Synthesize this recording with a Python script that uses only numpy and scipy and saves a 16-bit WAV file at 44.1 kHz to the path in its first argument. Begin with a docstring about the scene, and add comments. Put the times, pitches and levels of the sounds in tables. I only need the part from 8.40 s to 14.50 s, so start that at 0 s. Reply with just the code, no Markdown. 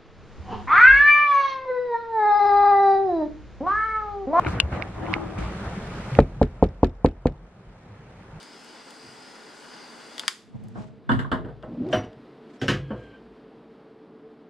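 """A butane torch hisses over a wooden workbench until its switch clicks off: jet turbulence excites tube modes.
Clicks are impulses filtered by the casing; knocks are decaying bench modes with rattling contacts.
The torch base scrapes by friction and is stood down; a cable rumbles, squeaks and sings amid soft brushes.
A fan rumbles and hums behind it all, as shaped and narrow-band noise."""
import sys
import numpy as np
from scipy import signal
from scipy.fft import rfft, irfft, next_fast_len
from scipy.io import wavfile
from scipy.ndimage import uniform_filter1d, minimum_filter1d

SR = 44100
rng = np.random.default_rng(int(sys.argv[2]) if len(sys.argv) > 2 else 0)


def generate_wav(sig):
    """Save sig (samples, or channels by samples) to the path in sys.argv[1] as 16-bit PCM at SR."""
    pcm = np.round(np.clip(np.atleast_2d(sig).T, -1, 1) * 32767).astype(np.int16)
    wavfile.write(sys.argv[1], SR, pcm)


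N = 268833
T = np.arange(N) / SR  # time axis [s]
TOP_HZ = 15700  # upper limit of the final low-pass

# workshop background: (t/s, fan rumble level/dB, air hiss level/dB)
ROOM_LEVELS = [(1.8, -58, -68.5), (2.6, -55.5, -72), (3.7, -50.5, -65), (4.9, -50.5, -67.5),
               (5.9, -52, -71.5)]
# relative spectrum of the background air: (f/Hz, level/dB per Hz)
AIR_SPECTRUM = [(30, -25), (55, -16), (90, -23.5), (140, -5.5), (240, -1.5), (400, -2), (540, -9),
                (1300, -17.5), (2400, -26.5), (3300, -28.5), (4900, -35), (6200, -47), (11000, -54),
                (15500, -72)]
# steady hum lines at the loudest background: (f/Hz, level/dB)
HUM_LINES = [(229, -60.5), (292, -60), (443, -54.5)]
# low boom of the bench after the last heavy knock
BOOM_S, BOOM_DB, BOOM_T60_S = 4.46, -46, 1.7

# pulls of the cable over the bench edge: (t/s at the strongest, level/dB, half length/s)
CABLE_PULLS = [(2.157, -33.5, 0.015), (2.245, -39, 0.097), (2.39, -31.5, 0.032), (2.47, -43, 0.11)]
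# relative spectrum of the dragged cable: (f/Hz, level/dB per Hz)
DRAG_SPECTRUM = [(24, -44), (40, -7.5), (76, -15.5), (113, 3.5), (172, -7.5), (215, 3.5), (352, -32),
                 (407, -26.5), (549, -22), (900, -26.5), (1170, -36), (1980, -120)]
# soft brushes and scrapes on the bench: (t/s at the strongest, level/dB, half length/s)
SOFT_BRUSHES = [(2.25, -67, 0.2), (2.41, -57, 0.065), (3.524, -48, 0.014), (4.21, -58, 0.0094),
                (4.27, -60, 0.028), (4.14, -65, .06), (4.6, -69, .17)]
# relative spectrum of the brushes: (f/Hz, level/dB per Hz)
BRUSH_SPECTRUM = [(500, -10.5), (1500, 7.0), (4000, -3.0), (8000, -9.5), (13000, -35.0)]
# squeaks of the cable jacket: (t/s at the strongest, level/dB, half length/s)
JACKET_SQUEAKS = [(4.208, -58, 0.01), (4.277, -52, .022)]
SQUEAK_HZ = 5480
# thin singing of the cable as it slips off the edge; the pitch sags as it slows
SLIP_S, SLIP_END_S, SLIP_FADE_S = 4.33, 4.82, 0.075
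SLIP_HZ, SLIP_SAG_HZ_PER_S, SLIP_DB = 1665, 250, -57
# rough partials of the singing: (multiple of its pitch [ratio], width/Hz, level/dB over its tone)
SLIP_PARTIALS = [(1, 60, -10), (1.45, 450, -10), (1.83, 120, -13), (2.005, 130, -10), (2.6, 220, -20)]

# shoves of the torch base over the bench: (t/s at the strongest, level/dB, half length/s)
BASE_SHOVES = [(3.33, -34, 0.06), (3.389, -27, .014), (3.421, -20.5, .018), (3.455, -26.5, .016),
               (3.5, -30.5, 0.12)]
# swell of the scrape over the whole push: (t/s at the strongest, level/dB, half length/s)
WHOLE_PUSH = (3.48, -29, 0.21)
# relative spectrum of the scrape: (f/Hz, level/dB per Hz)
SCRAPE_SPECTRUM = [(40, -27.5), (130, 11.5), (300, -8.5), (650, -1.0),
                   (900, -11.5), (2000, -25.5), (5000, -37.0), (12000, -65)]
# the base judders at a steady rate, then faster as it is pushed home
JUDDER_HZ, PUSH_S, JUDDER_RISE_HZ_PER_S = 252, 3.415, 1100
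STAND_S = 3.531  # the torch is stood down

# knocks on the bench: (t/s, thud level/dB, thud top f/Hz, clatter level/dB,
# hardness/dB per octave, rattle time/s, gain of the side signal/dB)
BENCH_KNOCKS = [(.63, -53, 298, -78, -1, 0.019, -8.5), (2.354, -43, 799, -55.5, -9, 0.05, 3.5),
                (2.692, -24.5, 426, -28, -4.5, 0.014, 3.5), (2.716, -24, 403, -35.5, 0.5, 0.012, 3),
                (2.747, -29.5, 257.6, -54, 4, 0.0081, 0.5), (2.791, -36.5, 400, -37.5, 0, .003, 2),
                (2.846, -42, 500, -43, -12, .003, -1), (2.916, -26, 558, -30, -2.5, 0.016, -1),
                (2.984, -36.5, 453, -63, -1, 0.048, -3.5), (3.047, -37, 524, -53.5, -1.5, 0.0074, -7.5),
                (3.085, -41.5, 600, -56.5, -1, 0.016, -5.5), (3.232, -39.5, 820, -55, -0.5, 0.012, -10.5),
                (3.528, -30.5, 803, -31.5, 2, 0.014, -24), (3.540, -26.5, 760, -35, -0.5, 0.014, -25),
                (3.569, -32, 290.2, -62, 1, 0.02, -32), (3.635, -42, 610, -54.5, 3, 0.0064, -24.5),
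                (4.215, -26.5, 520, -36, 6.5, 0.025, -47), (4.281, -25.5, 365.4, -25, 5.5, .01, -47.5),
                (4.290, -25, 365, -34, 4, 0.0078, -48.5), (4.301, -28.5, 330, -36, 6, 0.016, -49),
                (4.335, -37, 353, -40, 3, 0.016, -45), (4.505, -30, 720, -48, -5, 0.022, -42.5)]
DARKER_CLATTER_BEFORE_S = 3.4  # earlier knocks have the torch-coloured clatter
CLATTER_HZ = 1032  # the bench top thuds below this, loose tools clatter above
# bands of the dense wood ring: (low f/Hz, high f/Hz)
WOOD_BANDS = [(30, 175), (175, 400), (400, 1000), (1000, 2200), (2200, 4000), (4000, 13500)]
# modes of the bench top and the tools on it: (f/Hz, relative level/dB, t60/s)
BENCH_MODES = [(55.8, -19.5, 1), (107.5, -6.5, 0.36), (138, -9.5, 0.71), (205.6, -4, 0.2),
               (232, -2.5, 0.16), (259.8, 0, 0.2), (343.4, -2, 0.21), (468.5, -14.5, 0.4), (510, -12, 0.41),
               (633, -8, 0.48), (721, -9, 0.26), (918, -15.5, 0.23), (1101, -13.5, 0.19), (1141, -12, 0.14),
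               (1527, 0.5, 0.044), (1590, 2.5, 0.057), (1740, -12, 0.11), (2830, -4, 0.053),
               (3053, -7.5, 0.07)]
# dense wood ring, relative spectrum: (f/Hz, level/dB per Hz)
WOOD_SPECTRUM = [(30, -6.5), (75, -8), (112, 9.5), (240, 3), (400, 5), (850, 4.5), (1650, 1.5),
                 (2350, -8.5), (3000, -2), (4000, -18.5), (5500, -23), (8000, -37), (12000, -48),
                 (15500, -52)]
# dense wood ring, decay: (f/Hz, t60/s)
WOOD_DECAY = [(100, 0.43), (600, 0.25), (3000, 0.23), (12000, 0.2)]
# stereo width of the knocks: (f/Hz, gain of the side signal/dB)
SIDE_GAIN = [(60, -3.5), (105, -9), (140, 3), (220, -21), (380, -23.5), (520, -5), (1000, -4.5), (1550, 3),
             (2400, -14), (3200, -3), (4500, -6), (9000, 2)]
# resonances and hollows of the torch in its clatter: (f/Hz, width/Hz, level/dB)
TORCH_COLOUR = [(2480, 750, -15), (5800, 1400, -12), (7750, 600, 7), (9550, 700, 6), (11250, 500, 8),
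                (12900, 300, 7)]
# the torch taps the bench: (t/s, gain of the body modes/dB, gain of the nozzle modes/dB)
TORCH_TAPS = [(2.693, 2.5, -28), (2.792, -10, -34), (2.847, -20, -40), (2.917, -0.5, -36), (3.530, 0, 2),
              (3.553, -9, 1.5)]
# modes of the torch body, before the gain of each tap: (f/Hz, level/dB, t60/s)
BODY_MODES = [(1120, -37, .1), (1450, -35, .12), (1620, -27, .08), (1790, -38, .15), (2945, -43.5, .25),
              (3170, -47, .1), (3450, -38, .08), (7750, -65, .17)]
# modes of the steel nozzle with a beating pair, before the gain of each tap: (f/Hz, level/dB, t60/s)
NOZZLE_MODES = [(2240, -47, .25), (2929, -42, .26), (3025, -45, .17), (4740, -57, .26), (5795, -42.5, .22),
                (5824, -51, .22), (7700, -62, .17), (9420, -62, .17), (11050, -63, .15), (12950, -66, .14)]
# modes of the hollow torch base as it is stood down: (f/Hz, level/dB, t60/s)
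BASE_MODES = [(500, -24, 0.26), (630, -16.5, 0.14), (722, -25, 0.3)]

# small hard clicks of the torch and the hand:
# (t/s, relative level/dB, tilt/dB per octave, latch resonance/dB)
HARD_CLICKS = [(0.029, -37, 1, -4), (.245, -45, 6, 0), (0.506, -38, 3, 4), (1.78, -24, -0.5, 10),
               (1.7947, -17, 2.5, 12.5), (1.834, -27.5, -10, 10), (1.8795, -6.5, -0.5, 2),
               (2.238, -55, 10, 3.5), (2.284, -51, 7, -8), (3.226, -42, -9, 13), (3.488, -45, -1.5, 7),
               (3.73, -47.5, -5.5, 12)]
# relative spectrum of the torch casing: (f/Hz, level/dB per Hz)
CASING_SPECTRUM = [(300, -40), (700, -22), (1100, -3), (2050, 1), (2500, -8), (3400, -.5), (4150, -7.5),
                   (4900, 4), (5500, -9), (7700, -7.5), (8600, -14), (9650, -7.5), (10400, -21),
                   (13900, -26), (15500, -37.5)]
# side signal of a click: (f/Hz, gain/dB)
CLICK_SIDE_GAIN = [(2000, -5.0), (5000, -13.0), (9000, -1.0)]
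LATCH_HZ, LATCH_WIDTH_HZ = 3530, 800  # resonance of the trigger latch
BEND_S = 0.002  # time that a 1 kHz bending wave takes along the casing

# the flame as the hand moves it, before the band levels below:
# (t/s, roar level/dB, hiss level/dB, finest hiss level/dB)
FLAME_LEVELS = [(0.0, -51, -51.5, -59), (0.092, -52.5, -54.5, -62), (0.25, -52, -53.5, -60),
                (0.42, -51, -52.5, -62), (0.44, -55, -54, -61), (0.484, -50.5, -55, -60),
                (0.636, -51, -53, -59.5), (1.136, -49.5, -53.5, -61.5), (1.186, -51.5, -54, -58),
                (1.352, -49, -51, -60.5), (1.548, -49.5, -53.5, -59.5), (1.724, -49.5, -51.5, -58.5),
                (1.76, -49, -51.5, -59)]
ROAR_DB, HISS_DB, FINE_DB = 1.5, -0.5, -0.5
FLAME_OFF_S = 1.875
# relative spectrum of the jet: (f/Hz, level/dB per Hz)
JET_SPECTRUM = [(40, -28), (100, -27.5), (170, -14.5), (245, 1.5), (370, -2.5), (600, -6), (1000, -7),
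                (1280, -11.5), (1700, -9.5), (2600, -10.5), (4100, -15), (6400, -15.5), (9500, -23),
                (10600, -33), (15500, -43.5)]
# burner tube resonances: (f/Hz, width/Hz, level/dB over the jet)
BURNER_MODES = [(860, 92, 4), (1439, 89, 4), (3353, 240, 1.5), (4770, 830, 5), (8150, 1100, 3.5),
                (9580, 270, 4.5)]
# flame returned by the walls: (f/Hz, relative gain/dB)
WALL_GAIN = [(150, 4.5), (400, -2), (1200, 6), (2200, 0), (3700, -7), (5000, 2), (7000, 0)]
# early reflections off bench and hand: (lag/s, wander of the lag/s, share [signed ratio])
REFLECTIONS = [(.00033, .00003, -.17), (.00064, .00002, .16), (.00138, .00004, .2), (.00205, .00006, .15)]
# main tube resonance: centre, width, wander of the centre, level before the hiss gain
TUBE_HZ, TUBE_WIDTH_HZ, TUBE_DRIFT_HZ, TUBE_DB = 4930, 250, 105, -6


def undb(db):
    """Level difference: convert decibels to amplitude gain."""
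    return 10 ** (np.asarray(db) / 20)


def level(x, db=0):
    """Mean-square normalisation: set the rms level in dB."""
    return x * undb(db) / np.sqrt(np.mean(x ** 2) + 1e-30)


def curve(rows):
    """Linear interpolation: read each column of a timed table sample by sample."""
    s, *columns = np.transpose(rows)
    return [np.interp(T, s, column) for column in columns]


def at(points, hz):
    """Logarithmic pitch axis: interpolate (f/Hz, value) points."""
    f, value = np.transpose(points)
    return np.interp(np.log(hz + 1), np.log(f), value)


def humps(rows, f):
    """Resonance: sum the bell-shaped responses in dB."""
    return sum(db / (1 + (2 * (f - hz) / width) ** 2) for hz, width, db in rows)


def shape(x, gain):
    """Linear filtering: multiply the spectrum by a function of frequency."""
    size = next_fast_len(x.shape[-1])
    f = np.arange(size // 2 + 1) * SR / size
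    return irfft(rfft(x, size) * gain(f), size)[..., :x.shape[-1]]


def spread(mid, side):
    """Middle-and-side stereo: the side signal enters the ears with opposite signs."""
    return mid + side * np.array([[1], [-1]])


def noise(width, size=N):
    """Partial coherence: stereo white noise with width as side over middle."""
    mid, side = rng.standard_normal((2, size))
    return spread(mid, width * side) / np.sqrt(1 + width ** 2)


def coloured(points, width, size=N):
    """Spectral shaping: stereo noise of a given spectrum and unit rms."""
    return level(shape(noise(width, size), lambda f: undb(at(points, f))))


def walk(rate):
    """Low-pass random fluctuation: Gaussian cutoff at rate/Hz, unit rms."""
    return level(shape(rng.standard_normal(N), lambda f: np.exp(-(f / rate) ** 2)))


def band(x, lo, hi, order=3):
    """Band limitation: causal Butterworth band-pass."""
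    return signal.sosfilt(signal.butter(order, [lo, hi], "band", fs=SR, output="sos"), x)


def pan(db):
    """Interaural level difference: left and right gains."""
    return undb(np.array([[db], [-db]]) / 2)


def fade(t, t60):
    """Exponential decay: a fall of 60 dB in t60."""
    return np.exp(-np.log(1000) * t / t60)


def add(out, s, x):
    """Superposition: mix a sound in at a time."""
    i = int(s * SR)
    out[:, i:i + x.shape[-1]] += x[..., :N - i]


def ring(modes, scatter_db):
    """Modal superposition: each blow excites damped modes with strengths of its own, for one second."""
    hz, db, t60 = np.transpose(modes)[:, :, None]
    size, detune, turn = rng.standard_normal((len(modes), 3)).T[:, :, None]
    t = T[:SR]
    swing = undb(db + scatter_db * size) * fade(t, t60)
    return np.sum(swing * np.sin(2 * np.pi * (hz * (1 + 0.0028 * detune) * t + turn)), axis=0)


def strike(points, size=1024):
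    """Minimum phase: the causal impulse response of a body with a given spectrum."""
    cepstrum = irfft(np.log(undb(at(points, np.arange(size // 2 + 1) * SR / size))))
    # fold the cepstrum onto positive times
    cepstrum[1:size // 2] *= 2
    cepstrum[size // 2 + 1:] = 0
    return irfft(np.exp(rfft(cepstrum)))


def oscillate(hz):
    """Phase accumulation: a unit sine whose frequency may vary."""
    return np.sin(2 * np.pi * np.cumsum(hz) / SR)


def narrow_band(hz, width_hz):
    """Quadrature modulation: a moving pitch whose strength and phase wander."""
    phase = 2 * np.pi * np.cumsum(hz) / SR
    return walk(width_hz) * np.sin(phase) + walk(width_hz) * np.cos(phase)


def mirrored(x, paths):
    """Image sources: add reflections whose lags move."""
    return x + sum(share * np.interp(T - lag_s, T, x) for lag_s, share in paths)


def swells(rows):
    """Power addition: strokes each grow to their strongest moment and die away."""
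    power = sum(undb(2 * db) * np.exp(-2 * np.abs((T - s) / half_s) ** 1.3) for s, db, half_s in rows)
    return np.sqrt(power)


def held(start_s, end_s, fade_s):
    """Trapezoidal envelope: attack, hold and release."""
    return np.clip(np.minimum(T - start_s, end_s - T) / fade_s, 0, 1)


def workshop():
    """Broadband and tonal noise: fan rumble, hum and air hiss, with a late decaying low mode of the bench."""
    fan_db, hiss_db = curve(ROOM_LEVELS)
    lows = lambda f: 1 / (1 + (f / 1600) ** 4)
    air = coloured(AIR_SPECTRUM, 0.018)
    fan = level(shape(air, lows)) * undb(fan_db + 0.46 * walk(5.5))
    hiss = level(shape(air, lambda f: 1 - lows(f))) * undb(hiss_db + 0.69 * walk(12))
    hum = sum(undb(db) * narrow_band(np.full(N, hz), 16) for hz, db in HUM_LINES)
    hum = hum * undb(1.1 * (fan_db - np.max(fan_db)))  # the hum follows the background level
    sway = oscillate(56 + 2.3 * walk(6.2)) * undb(3 * walk(9))
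    onset = np.clip((T - BOOM_S) / 0.06, 0, 1)
    boom = sway * undb(BOOM_DB) * onset * fade(T - BOOM_S, BOOM_T60_S)
    return fan + hiss + hum + boom


def cable():
    """Sliding friction: the cable rumbles over the edge amid soft brushes, squeaks, and sings as it slips off."""
    rumble = coloured(DRAG_SPECTRUM, 1.0) * swells(CABLE_PULLS)
    brush = coloured(BRUSH_SPECTRUM, 0.62) * swells(SOFT_BRUSHES) * undb(2 * walk(40))
    hz = SLIP_HZ - SLIP_SAG_HZ_PER_S * (T - SLIP_S)
    tone = oscillate(hz * (1 + 0.00762 * walk(83.5))) * undb(2.3 * walk(30))
    partials = sum(undb(db) * narrow_band(ratio * hz, width_hz) for ratio, width_hz, db in SLIP_PARTIALS)
    singing = (tone + partials) * undb(SLIP_DB) * held(SLIP_S, SLIP_END_S, SLIP_FADE_S)
    squeak = narrow_band(np.full(N, SQUEAK_HZ), 164) * swells(JACKET_SQUEAKS)
    return rumble + brush + squeak + singing


def slide():
    """Frictional judder: the torch base scrapes the wood and judders faster as it nears its standing place."""
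    hz = JUDDER_HZ + JUDDER_RISE_HZ_PER_S * np.clip(T - PUSH_S, 0, STAND_S - PUSH_S)
    judder = np.sqrt(2) * oscillate(hz * (1 + 0.0864 * walk(73.9))) * undb(1.2 * walk(45))
    speed_db = 12 * np.log2(hz / 280)  # faster judder goes with a louder scrape
    overtone = narrow_band(1.9 * hz, 130) * undb(-17 + speed_db)
    scrape = coloured(SCRAPE_SPECTRUM, 0.072) * undb(-12.5 + speed_db)
    catches = undb(2.5 * walk(110))
    # the base judders with each shove, while the rough scrape under it swells evenly
    shudder = (undb(-5) * judder + undb(-6) * narrow_band(hz, 115)) * swells(BASE_SHOVES)
    rasp = (overtone + scrape) * catches * swells([WHOLE_PUSH])
    return (shudder + rasp) * held(3.22, 3.55, 0.0057)


def knock(torch_coloured, thud_db, thud_hz, clatter_db, hardness_db, rattle_s):
    """Impact excitation: a blow rings the bench modes, and loose tools repeat it in brief random contacts."""
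    t = T[:SR]
    wood = coloured(WOOD_SPECTRUM, 0, SR)[0]
    dense = sum(band(wood, lo, hi) * fade(t, at(WOOD_DECAY, np.sqrt(lo * hi))) for lo, hi in WOOD_BANDS)
    contact_rise = (1 - fade(t, 0.0011)) ** 2  # the contact takes a moment to build
    body = (level(ring(BENCH_MODES, 3.5)) + level(dense, -0.54)) * contact_rise
    contacts = rng.random(SR) < 700 / SR  # 700 per second on average, before they die away
    bounces = 0.24 * contacts * rng.uniform(-1.77, 1.2, SR) * np.exp(-(t / rattle_s) ** 2)
    bounces[0] = 1  # the blow itself
    sound = signal.fftconvolve(body, bounces)[:SR]
    # a soft, heavy landing stirs only the lowest notes of the bench
    thud = band(band(sound, 23, thud_hz, order=2), 25, CLATTER_HZ)
    # a harder contact tilts the clatter towards the treble
    contact = strike([(hz, hardness_db * np.log2(hz / CLATTER_HZ)) for hz in (CLATTER_HZ, 7000)])
    if torch_coloured:
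        hz = np.geomspace(CLATTER_HZ, TOP_HZ, 256)
        contact = np.convolve(contact, strike(np.column_stack([hz, humps(TORCH_COLOUR, hz)])))
    clatter = band(signal.fftconvolve(sound, contact)[:SR], CLATTER_HZ, 13500, order=4)
    # levels hold for the first 50 ms
    parts = [(thud, thud_db), (clatter, clatter_db)]
    return sum(part * undb(db) / np.std(part[:SR // 20]) for part, db in parts)


def knocks():
    """Coupled vibration: blows ring the bench, and taps ring the torch's body, nozzle and base."""
    mid, side = np.zeros((2, 1, N))
    t = T[:SR]
    for s, *blow, side_db in BENCH_KNOCKS:
        torch_coloured = s < DARKER_CLATTER_BEFORE_S
        add(mid, s, knock(torch_coloured, *blow))
        if side_db > -20:
            add(side, s, knock(torch_coloured, *blow) * undb(side_db))
    for s, body_db, nozzle_db in TORCH_TAPS:
        add(mid, s, ring(BODY_MODES, 0.94) * undb(body_db) * (1 - fade(t, 0.0016)))
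        add(mid, s, ring(NOZZLE_MODES, 0.72) * undb(nozzle_db) * (1 - fade(t, 0.008)))
    add(mid, STAND_S, ring(BASE_MODES, 1) * (1 - fade(t, 0.0024)))
    return spread(mid, shape(side, lambda f: undb(at(SIDE_GAIN, f))))


def clicks():
    """Impulse response with dispersion: snaps ring the casing for milliseconds; a diffuse tail follows."""
    out, t = np.zeros((2, N)), T[:SR // 2]
    # low bending waves travel slowly and arrive late
    dispersion = lambda f: np.exp(-4j * np.pi * BEND_S * np.sqrt(1000 * f))
    for s, db, tilt_db, latch_db in HARD_CLICKS:
        latch = [(LATCH_HZ, LATCH_WIDTH_HZ, latch_db)]
        colour = [(hz, g + tilt_db * np.log2(hz) + humps(latch, hz)) for hz, g in CASING_SPECTRUM]
        mid, side = rng.standard_normal((2, len(t))) * (fade(t, 0.02) + 0.099 * fade(t, 0.099))
        mid = mid * (1 - fade(t, 0.012))
        mid[0] += 11  # one hard contact
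        # short waves reach the two ears by different paths
        side = shape(side, lambda f: undb(at(CLICK_SIDE_GAIN, f)))
        ears = shape(spread(mid, side), dispersion)
        snap = signal.fftconvolve(ears, strike(colour)[None], axes=1)[:, :SR // 20]
        tail = coloured([(hz, 0.67 * g) for hz, g in colour], 0.41, len(t))
        tail = tail * (1 - fade(t, 0.016)) * fade(t, 0.35)
        add(out, s, level(snap, db - 19.5) * pan(2.7))
        add(out, s, band(tail, 700, 9500, order=2) * undb(db - 28.5))
    return out


def torch():
    """Turbulent jet noise: it rings the burner tube, and reflections of moving lag comb its spectrum."""
    roar_db, hiss_db, fine_db = curve(FLAME_LEVELS)
    tube = lambda f: undb(at(JET_SPECTRUM, f) + humps(BURNER_MODES, f))
    above = lambda f, hz: 1 / (1 + (hz / (f + 1)) ** 8)
    paths = [(lag_s + wander_s * walk(6.4), share) for lag_s, wander_s, share in REFLECTIONS]
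    direct = level(mirrored(shape(rng.standard_normal(N), tube), paths)) * pan(2.4)
    walls = level(shape(noise(0.84), lambda f: tube(f) * undb(at(WALL_GAIN, f))), -3.0)
    flame = (direct + walls) * undb(0.55 * walk(23))
    roar = level(shape(flame, lambda f: 1 - above(f, 2200)), ROAR_DB)
    hiss = level(shape(flame, lambda f: above(f, 2200) * (1 - above(f, 6500))), HISS_DB)
    # the main tube resonance swells, sinks and drifts with the gas flow
    sing = level(narrow_band(TUBE_HZ + TUBE_DRIFT_HZ * walk(2.5), TUBE_WIDTH_HZ), TUBE_DB)
    sing = sing * undb(2.2 * walk(6)) * pan(2.2)
    # the finest hiss is scattered widely
    fine = np.array([mirrored(ear, paths) for ear in noise(0.74)])
    fine = level(shape(fine, lambda f: tube(f) * above(f, 6500)), FINE_DB)
    gas = fade(np.maximum(T - FLAME_OFF_S, 0), 0.065)  # the flame dies when switched off
    return (roar * undb(roar_db) + (hiss + sing) * undb(hiss_db) + fine * undb(fine_db)) * gas


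def scene():
    """Superposition: sum the background and all sources at the bench."""
    return workshop() + cable() + slide() + knocks() + clicks() + torch()


def record(dry):
    """Peak limiting and band limitation: duck sharp peaks for a few milliseconds, then cut the top."""
    allowed = 0.65 / np.maximum(np.max(np.abs(dry), axis=0), 0.65)
    gain = uniform_filter1d(minimum_filter1d(allowed, size=65), size=65)
    return signal.sosfilt(signal.ellip(8, 0.2, 70, TOP_HZ, fs=SR, output="sos"), dry * gain)


dry = scene()
out = record(dry)
generate_wav(out)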